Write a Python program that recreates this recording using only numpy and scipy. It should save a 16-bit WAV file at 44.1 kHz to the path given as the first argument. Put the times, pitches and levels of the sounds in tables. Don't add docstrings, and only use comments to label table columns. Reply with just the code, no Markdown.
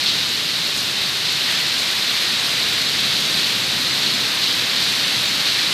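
import sys
import numpy as np
from scipy import signal
from scipy.fft import rfft, irfft
from scipy.io import wavfile

SR = 44100
rng = np.random.default_rng(int(sys.argv[2]) if len(sys.argv) > 2 else 0)


def nominal_scale(level):
    x = np.asarray(level, float) / 20
    return 10 ** x


def log_audio(samples):
    frames = np.atleast_2d(samples).T
    limited = np.clip(frames, -1, 1)
    pcm = np.round(limited * 32767).astype(np.int16)
    wavfile.write(sys.argv[1], SR, pcm)


N = 252693
HZ = np.arange(N // 2 + 1) * SR / N + 1e-3

# pitch_hz, level_db (per Hz)
ROAR_SPECTRUM = [(20, -51), (45, -29), (130, -8), (260, -10), (430, -13.5), (800, -15), (1200, -12.5),
                 (1800, -8.5), (3000, -6.5), (4500, -6), (5700, -12.5), (7200, -18), (12800, -23.5),
                 (15100, -33)]
ROAR_LEVEL_DB = -22
# pitch_hz, near_drop_share (0-1), flicker_db
GRAIN_BY_PITCH = [(100, 0.03, 1), (1000, 0.04, 0.03), (4000, 0.16, 0.42), (8000, 0.18, 0.54),
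                  (13000, 0.4, 1)]
# time_s, level_db
ROOF_DRUMMING = [
    (0.0, -41.5),
    (2.23, -42.5),
    (3.05, -37.5),
    (4.18, -37),
    (4.31, -38.5),
    (5.68, -40),
    (5.73, -38),
]
# time_s, level_db
DOWNPOUR_STRENGTH = [(0, -21.5), (.2, -21.5), (.55, -22.5), (.92, -22.5), (1.2, -22.5), (1.55, -20.5),
                     (1.75, -21.5), (2.2, -21), (2.55, -21), (2.9, -21.5), (3.5, -20.5), (3.63, -22.5),
                     (4.0, -21.5), (4.38, -21.5), (4.68, -21.5), (5.0, -21), (5.4, -21), (5.73, -21)]
# pitch_hz, roof_share, downpour_share, facing_yard_gain_db
GUST_RESPONSE = [(150, 0.83, 0.07, -1), (600, 0.095, 0.021, 1.6), (1900, 0, 1.1, 1.5),
                 (3900, 0.094, 1.05, 0), (7500, 0, 0.55, 0.9), (13000, 0, 0.36, 1.5)]
# start_s, centre_hz, lift_db, fade_s
WATER_SURGES = [(.058, 4000, 5.5, 0.056), (.76, 8000, 2, .07), (.97, 3000, 2, 0.15), (1.25, 4000, 2.5, .09),
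                (1.475, 1990, 3.5, .06), (1.78, 7000, 2.5, .08), (2.06, 2000, 0, 0.069),
                (2.95, 169, 4, 0.25), (2.96, 3500, 2, 0.12), (3.15, 1510, -2.5, 0.31),
                (4.42, 8000, -1, 0.23), (5.55, 1600, 2, 0.24), (4.02, 4000, 2, 0.08), (4.08, 170, 2, 0.12),
                (4.42, 4000, 3.5, 0.08), (4.74, 4000, 1.5, 0.17), (4.82, 8000, 1.5, 0.18),
                (5.45, 3500, 1.5, 0.17)]
TURN_START_S, TURN_END_S = 0.35, 2.5

# start_s, peak_db, ring_hz
NEAR_STONES = [(0.0611, -9.0, 3600), (0.0937, -9.0, 4200), (0.2922, -22.0, 6700), (0.6957, -10.0, 3800),
               (0.7753, -17.0, 7000), (0.7796, -22.0, 6400), (0.8069, -22.0, 6200), (0.8315, -25.0, 12400),
               (1.0178, -10.0, 4000), (1.3251, -26.0, 11000), (1.8226, -21.0, 6400), (1.9114, -26.0, 11100),
               (1.9129, -21.0, 6700), (2.1154, -9.0, 3700), (2.2199, -26.0, 11500), (2.3993, -20.0, 6200),
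               (2.7312, -26.0, 12000), (2.8185, -21.0, 6800), (2.9855, -9.0, 3900), (3.0050, -8.0, 4000),
               (3.0051, -24.0, 11700), (3.2529, -22.0, 6300), (3.2622, -21.0, 7600), (3.3742, -8.0, 3700),
               (3.4448, -9.0, 3900), (3.7178, -21.0, 6300), (4.0332, -8.0, 4000), (4.42, -21.0, 6300),
               (4.5276, -20.0, 6400), (4.7642, -8.0, 3800)]
RING_CYCLES, SMALL_STONE_TRIM_DB, SPLASH_DB = 10, 9, -6
GRIT_COUNT = 29
GRIT_DB, GRIT_SPREAD_DB, GRIT_HZ, GRIT_SPREAD_HZ = -30.5, 1.0, 11700, 450

# centre_hz, half_width_hz, gain_db
PORT_RESONANCE = (3960, 624, 5.84)
# centre_hz, half_width_hz, gain_db
PORT_CANCELLATION = (9920, 220, -6.5)
BLOCK, BLOCK_OFFSET = 1024, 711
TOP_HZ, TOP_OPEN_BLOCKS = 15100, [26, 68, 226]
# block_number, lower_edges_hz
NOISE_PATCHES = [
    (0, [12300]),
    (67, [4500, 11300]),
    (88, [12000]),
    (89, [8800]),
    (123, [4700, 12300, 13700]),
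    (168, [4150, 6200, 12300, 13700]),
    (178, [5000, 12300]),
    (217, [6200, 13000]),
    (227, [5000]),
    (243, [9600, 12300]),
]
PATCH_WIDTH_HZ = 1500


def downpour():
    gusts_db = swings(ROOF_DRUMMING) + swings(DOWNPOUR_STRENGTH) + [facing()]
    far = rfft(rng.standard_normal(N))
    near = near_drops()
    near_share = np.clip(at_hz(GRAIN_BY_PITCH, HZ), 0, 1)
    grains = np.sqrt(1 - near_share) * far + np.sqrt(near_share) * near
    roar = nominal_scale(at_hz(ROAR_SPECTRUM, HZ)) * grains

    centres = np.geomspace(60, 14000, 18)
    common_flicker = drift(30)
    out = np.zeros(N)
    for k, hz in enumerate(centres):
        weight = np.interp(np.log(HZ), np.log(centres), np.arange(18) == k)
        band = irfft(roar * weight, N)
        gust_db = sum(at_hz(GUST_RESPONSE, hz, axis=j + 1) * g for j, g in enumerate(gusts_db))
        flicker_db = at_hz(GRAIN_BY_PITCH, hz, axis=2) * (0.5 * common_flicker + drift(44))
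        out += band * nominal_scale(gust_db + surge_db(hz) + flicker_db)
    return nominal_scale(ROAR_LEVEL_DB) * rms_one(out)


def near_drops():
    showers = [rfft(drops(per_s, spread_db=2.0)) for per_s in (2000, 1500, 1500)]
    centres = np.log([4500, 7500, 11500])
    reach = [np.interp(np.log(HZ), centres, np.arange(3) == k) for k in range(3)]
    return sum(np.sqrt(part) * shower for part, shower in zip(reach, showers))


def drops(per_s, spread_db):
    size_db = spread_db * np.minimum(rng.exponential(1, N), 3.5)
    sizes = nominal_scale(size_db) * rng.choice([-1, 1], N)
    return rms_one(sizes * (rng.random(N) < per_s / SR))


def surge_db(hz, octaves=0.65):
    t = np.arange(N) / SR
    lift = np.zeros(N)
    for start_s, centre_hz, db, fade_s in WATER_SURGES:
        age = np.clip(t - start_s, 0, None)
        nearness = np.exp(-(np.log2(hz / centre_hz) / octaves) ** 2)
        onset = np.minimum(age / 0.0038, 1)
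        lift += db * nearness * onset * np.exp(-(age / fade_s) ** 2)
    return lift


def facing():
    progress = np.clip((np.arange(N) / SR - TURN_START_S) / (TURN_END_S - TURN_START_S), 0, 1)
    turn = np.sin(np.pi / 2 * progress) ** 2
    return turn - turn.mean()


def swings(rows):
    time_s, *columns = np.transpose(rows)
    lines = [np.interp(np.arange(N) / SR, time_s, column) for column in columns]
    return [line - line.mean() for line in lines]


def drift(rate_hz):
    pole = np.exp(-80 * np.pi * rate_hz / SR)
    noise = rng.standard_normal(N // 40 + 2002)
    slow = signal.lfilter([1], [1, -2 * pole, pole * pole], noise)[2000:]
    return np.interp(np.arange(N) / 40, np.arange(len(slow)), rms_one(slow))


def hail():
    out = np.zeros(N + 600)
    t = np.arange(300) / SR
    stones = NEAR_STONES + small_stones()
    for (start_s, peak_db, hz), lag in zip(stones, rng.random(len(stones))):
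        ring = np.sin(2 * np.pi * hz * t) * nominal_scale(-60 * t * hz / RING_CYCLES)
        if hz > 5000:
            trim_db = SMALL_STONE_TRIM_DB + 3 * (hz > 10000)
        else:
            trim_db = -1
        at = round(start_s * SR) - 6
        out[at:at + 300] += nominal_scale(peak_db + trim_db) * ring
        at += round((1 + 2 * lag) * SR / 1000)
        out[at:at + 300] += nominal_scale(peak_db + trim_db + SPLASH_DB) * ring
    return out[:N]


def small_stones():
    start_s = 0.01 + rng.random(GRIT_COUNT) * (N / SR - 0.02)
    size, pitch = rng.standard_normal((2, GRIT_COUNT))
    peak_db = GRIT_DB + GRIT_SPREAD_DB * size
    ring_hz = GRIT_HZ + GRIT_SPREAD_HZ * pitch
    return list(zip(start_s, peak_db, ring_hz))


def rms_one(x):
    return x / np.sqrt(np.mean(x ** 2) + 1e-20)


def at_hz(points, hz, axis=1):
    table = np.array(points)
    return np.interp(np.log(hz), np.log(table[:, 0]), table[:, axis])


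def scene():
    return np.tile(downpour() + hail(), (2, 1))


def top_cut(x, knee_hz=14600, fall_db=12, open_db=3):
    spectrum = rfft(x)
    above_knee = np.clip((HZ - knee_hz) / (TOP_HZ - knee_hz), 0, 1)
    kept = nominal_scale(-fall_db * above_knee ** 2) * (HZ < TOP_HZ)
    blocks = (np.arange(N) - BLOCK_OFFSET) / BLOCK
    gate = sum(np.cos(np.pi / 2 * np.clip(blocks - k, -1, 1)) ** 2 for k in TOP_OPEN_BLOCKS)
    top = irfft(spectrum * (HZ >= TOP_HZ), N)
    return irfft(spectrum * kept, N) + nominal_scale(open_db) * gate * top


def noise_patches(x, fill_db=0.3):
    out = x.copy()
    window = signal.windows.kaiser_bessel_derived(2 * BLOCK, 4 * np.pi) ** 2
    for block, lower_edges in NOISE_PATCHES:
        at = np.arange(-BLOCK, BLOCK) + BLOCK_OFFSET + block * BLOCK
        keep = at >= 0
        for low in lower_edges:
            band = irfft(rfft(x[0]) * ((HZ > low) & (HZ < low + PATCH_WIDTH_HZ)), N)
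            others = np.array([band[(at + 5 * BLOCK) % N], band[(at - 5 * BLOCK) % N]])
            out[:, at[keep]] += (window * (nominal_scale(fill_db) * others - band[at % N]))[:, keep]
    return out


def band_limit(x):
    return signal.sosfilt(signal.butter(12, 15750, fs=SR, output="sos"), x)


def record(dry):
    port_db = sum(gain_db / (1 + ((HZ - hz) / half_width_hz) ** 2)
                  for hz, half_width_hz, gain_db in (PORT_RESONANCE, PORT_CANCELLATION))
    x = irfft(rfft(dry) * nominal_scale(port_db), N)
    x = x / (1 + (x / 0.5) ** 8) ** (1 / 8)
    mix = noise_patches(top_cut(x))
    return band_limit(mix)


dry = scene()
out = record(dry)
log_audio(out)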